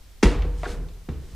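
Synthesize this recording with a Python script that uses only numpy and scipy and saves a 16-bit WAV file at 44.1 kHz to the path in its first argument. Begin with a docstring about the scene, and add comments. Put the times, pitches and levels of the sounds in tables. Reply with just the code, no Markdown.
"""Scooter frame pushed together

In a small workshop, steel tube and plastic deck meet in one loud clank: contacts clatter, the frame
rings and the chassis bounces on its tyres. Lighter knocks follow as the parts settle and are let go,
with a short scrape of the tube, a rustle of clothing and a dull bump near the end."""
import sys
import numpy as np
from scipy import signal
from scipy.io import wavfile
from scipy.ndimage import uniform_filter1d

SR = 44100
rng = np.random.default_rng(int(sys.argv[2]) if len(sys.argv) > 2 else 0)


def unload_wav(signal):
    """Save mono or channel-first audio to the path in sys.argv[1] as 16-bit WAV at rate SR, clipped to [-1, 1]."""
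    wavfile.write(
        sys.argv[1],
        SR,
        np.round(np.clip(np.atleast_2d(signal).T, -1, 1) * 32767).astype(np.int16),
    )


N = 59535

# Contacts between parts. Each row: start in seconds, relative level in dB, part's lowest note in Hz,
# its Q, treble cutoff in Hz, ring gain in dB, tail gain in dB.
KNOCKS = [(0.228, -10, 203, 0.97, 8200, 5, -18), (0.2313, -1.5, 185, 1.28, 14100, 1.5, -5),
          (0.2345, -5, 560, 0.56, 12000, 0.5, -7), (0.237, -10, 233, 2.34, 6100, -35, -4),
          (.256, -9.5, 249, 2.14, 4560, 3, -11), (.322, -33.5, 232, 0.91, 2970, 4, -6),
          (0.421, -22, 1920, 1.05, 4530, 0.5, -3.5), (.445, -26, 476, 3.5, 540, 9, -2.5),
          (.45, -27, 96, 1.4, 390, 8, 3.5), (0.6334, -17, 658, 3.9, 2300, -6, -11.5),
          (0.6428, -19.5, 1000, 1.45, 3470, -24, -0.5), (0.6529, -22.5, 1480, 1.1, 4200, -15, -19),
          (0.6556, -21, 1477, 5.1, 2620, -20, -10), (.658, -18, 470, 1.62, 700, 9.5, -5.5),
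          (.725, -32, 134, 1.07, 394, 5.5, 14), (.775, -33.5, 159, 2.1, 430, 3.5, 11),
          (0.886, -34.5, 3860, 2.5, 4140, -1, -7), (1.087, -10, 124, 1.23, 335, -6.5, -5.5),
          (1.0889, -29.5, 790, 1.3, 4800, 4.5, 1), (1.325, -29.5, 64.5, 6.6, 200, -0.5, 5.5)]
# Stereo width of knocks and cloth. Each row: frequency in Hz, side over mid in dB.
SIDE_DB = [(60, -29), (140, 1), (350, -37), (1200, -45), (2400, -22.5), (4400, -11), (8000, -7),
           (14000, 6.5)]


def knocks(t):
    """Each contact clatters, rings the frame and leaves a tail, all coloured by the struck part."""
    ring, out = frame_ring(t), np.zeros((2, N))
    for start_s, db, low_hz, q, soft_hz, ring_db, tail_db in KNOCKS:
        mid, side = (clatter(t, db) + amp(tail_db) * tail(t) for _ in range(2))
        hit = stereo(mid + amp(ring_db) * ring, side, SIDE_DB)
        add(out, start_s, amp(db) * struck_part(hit, low_hz, q, soft_hz))
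    return out


def clatter(t, blow_db, base_decay_s=0.0077, click_share=0.19):
    """A contact click and brief chatter between the parts, longer after a harder blow."""
    # Each row: frequency in Hz, gain in dB.
    spectrum = [(40, -24.5), (110, 18), (200, 22), (420, 20.5), (560, 12.5), (1300, 9), (2500, 5),
                (3300, 0.5), (6000, -2), (9500, -11.5), (12500, -27), (16000, -22)]
    decay_s = base_decay_s * amp(blow_db) ** 0.067
    chatter = rng.standard_normal(N) * np.exp(-t / decay_s)
    chatter *= np.sqrt(1 - click_share) / np.linalg.norm(chatter)
    click = np.sqrt(click_share) * (t == 0)
    return colour(chatter + click, spectrum)


def frame_ring(t):
    """Frame modes; neighbours swing in opposite senses, so the ring builds over a few milliseconds."""
    # Each row: frequency in Hz, relative level in dB, T60 in seconds.
    modes = [(71.6, -25.5, 0.81), (94.7, -36.5, 1), (161.1, -41.5, 0.75), (214, -31.5, 0.12),
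             (244, -37, 0.25), (265.7, -38.5, 0.26), (300, -37.5, 0.62), (355.8, -36.5, 0.23),
             (404.8, -40.5, 0.3), (481, -39, 0.62), (714.4, -39, 0.15), (794, -44, 0.26),
             (934.5, -44, 0.25), (1072, -35.5, 0.12), (1327, -49.5, 0.29), (1930, -40, 0.17),
             (2315, -39, 0.1), (2716, -36.5, 0.1), (3430, -45, .09), (2870, -51, 0.13), (6120, -34, 0.017)]
    return sum((-1) ** k * decay(t, t60_s) * tone(t, hz, db) for k, (hz, db, t60_s) in enumerate(modes))


def tail(t, rise_s=0.0076):
    """Dense ringing of deck and room, each band dying at its own rate."""
    # Each row: frequency in Hz, gain in dB.
    spectrum = [(40, -28), (120, 24.5), (200, 12), (450, 16.5), (600, 8), (1300, 4), (2400, 3.5), (3300, 1),
                (6000, -3.5), (9500, -7.5), (12500, -17.5), (16000, -46)]
    # Each row: frequency in Hz, T60 in seconds.
    ring_times = [(100, 0.52), (400, 0.7), (900, 0.86), (2000, 0.59), (5000, 0.43), (13000, 0.26)]
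    hz, frame_s, bands = signal.stft(rng.standard_normal(N), SR, nperseg=256)
    bands *= decay(frame_s, value_at(ring_times, hz)[:, None])
    wash = signal.istft(bands, SR)[1][:N]
    wash *= 1 - np.exp(-t / rise_s)
    return colour(wash / np.linalg.norm(wash), spectrum)


def struck_part(x, low_hz, q, soft_hz):
    """A part radiates little below its lowest resonance; a soft contact loses treble."""
    w = 2 * SR * np.tan(np.pi * low_hz / SR)
    highpassed = signal.lfilter(*signal.bilinear([1, 0, 0], [1, w / q, w * w], SR), x)
    return signal.lfilter(*signal.butter(2, soft_hz, fs=SR), highpassed)


def bounces(t, shudder_db=-10.5):
    """The chassis swings on its tyres, swelling and fading; the deck shudders with it."""
    # Each row: start in seconds, frequency in Hz, peak in dB, swell in seconds, fade in seconds.
    swings = [(0.2475, 49.4, -7, 0.025, 0.029), (.359, 45.04, -16, 0.011, 0.19),
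              (0.697, 39.27, -24.5, 0.01, 0.17), (1.09, 68.7, -24, 0.0095, 0.065)]
    # Each row: frequency in Hz, gain in dB.
    shudder_spectrum = [(20, -19), (45, -12), (72, -1.5), (95, -13), (120, -26.5), (160, -7), (200, -39.5),
                        (600, -86.5)]
    out = np.zeros((2, N))
    for start_s, hz, db, swell_s, fade_s in swings:
        swell = np.sin(np.pi / 2 * np.minimum(t / swell_s, 1))
        fade = np.exp(-np.maximum(t - swell_s, 0) / fade_s)
        shudder = amp(shudder_db) * unit_rms(colour(rng.standard_normal(N), shudder_spectrum))
        bounce = amp(db) * swell * fade * (tone(t, hz) + shudder)
        add(out, start_s, bounce[None])
    return out


def tube_scrape(t, slips_per_s=1500, t60_s=0.1):
    """Tiny uneven slips ring a steel tube as it slides in its socket."""
    # Each row: frequency in Hz, relative level in dB.
    modes = [(1520, 0), (2850, -6), (4190, 0), (6340, -7)]
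    # Each row: time in seconds, level in dB.
    stroke = [(.675, -55), (.718, -50), (.75, -68)]
    slips = rng.standard_normal(N) * (rng.random(N) < slips_per_s / SR)
    ring = decay(t, t60_s) * sum(tone(t, hz, db) for hz, db in modes)
    return unit_rms(signal.fftconvolve(slips, ring)[:N]) * envelope(t, stroke)


def cloth_rustle(t, grain_db=1):
    """Grainy hiss of clothing sliding as the arm moves."""
    # One curve per movement. Each point: time in seconds, level in dB.
    movements = [
        [(.52, -68), (.59, -50.5), (.66, -49.5), (.69, -42.5), (.716, -43), (.79, -60.5)],
        [(1.1, -81), (1.24, -59), (1.29, -58), (1.35, -54)],
    ]
    # Each row: frequency in Hz, gain in dB.
    spectrum = [(200, 8.5), (1200, -1.5), (4000, -2.5), (8500, -7.5), (12000, -18.5), (16000, -29)]
    grain = amp(grain_db * unit_rms(uniform_filter1d(rng.standard_normal(N), size=120)))
    mid, side = (unit_rms(colour(rng.standard_normal(N) * grain, spectrum)) for _ in range(2))
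    return stereo(mid, side, SIDE_DB) * sum(envelope(t, curve) for curve in movements)


def air():
    """Steady rumble of workshop air, with hiss."""
    # Each row: frequency in Hz, gain in dB.
    spectrum = [(15, -18), (35, -13), (65, -18), (120, -35), (250, -43), (1200, -51), (5000, -51.5),
                (10000, -57), (15000, -59)]
    # Each row: frequency in Hz, side over mid in dB.
    width = [(50, -16.5), (400, -6), (6000, -4.5), (12000, -1.5)]
    mid, side = (colour(rng.standard_normal(N), spectrum) for _ in range(2))
    return stereo(mid, side, width)


def whines(t):
    """Faint thin tones: two stop at the first knock, a higher one stays."""
    # Each row: frequency in Hz, level in dB.
    early_tones = [(4382, -75), (5421, -72.5)]
    early = sum(tone(t, hz, db) for hz, db in early_tones)
    return (t < KNOCKS[0][0]) * early + tone(t, hz=8500, db=-82)


def amp(db):
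    """Decibels to gain."""
    return 10 ** (np.asarray(db) / 20)


def tone(t, hz, db=0):
    """Sine with its peak at db."""
    return amp(db) * np.sin(2 * np.pi * hz * t)


def decay(t, t60_s):
    """Gain falling 60 dB in t60_s."""
    return np.exp(-np.log(1000) * t / t60_s)


def envelope(t, curve):
    """Gain along an (s, dB) curve, zero outside it."""
    return amp(np.interp(t, *np.transpose(curve), left=-np.inf, right=-np.inf))


def value_at(points, hz):
    """Table value at hz, on a log-frequency axis."""
    point_hz, values = np.transpose(points)
    return np.interp(np.log(hz + 1), np.log(point_hz + 1), values)


def unit_rms(x):
    """Scales to rms 1."""
    return x / np.sqrt(np.mean(x ** 2) + 1e-20)


def colour(x, spectrum, size=4096):
    """Minimum-phase filter along a (Hz, dB) curve."""
    hz = abs(np.fft.fftfreq(size, 1 / SR))
    log_gain = np.log(amp(value_at(spectrum, hz)))
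    response = np.exp(np.conj(signal.hilbert(log_gain)))
    taps = np.fft.ifft(response).real[:size // 2]
    return signal.fftconvolve(x, taps)[:len(x)]


def stereo(mid, side, width):
    """Left and right from mid and side; a (Hz, dB) width curve filters the side."""
    side = colour(side, width)
    return np.array([mid + side, mid - side])


def add(mix, start_s, sound):
    """Mixes a sound in at start_s."""
    part = mix[:, round(start_s * SR):]
    part += sound[:, :part.shape[1]]


def scene():
    """Scooter and clothing over the workshop background."""
    t = np.arange(N) / SR
    scooter = amp(9.5) * knocks(t) + bounces(t) + tube_scrape(t)
    return scooter + cloth_rustle(t) + amp(-4.5) * air() + whines(t)


def record(dry):
    """Rounds off the loudest peaks and limits the band."""
    cutoff_hz = 15400
    lowpass = signal.firwin(255, cutoff_hz, window=("kaiser", 9), fs=SR)
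    return signal.oaconvolve(np.tanh(dry), lowpass[None], "same")


dry = scene()
out = record(dry)
unload_wav(out)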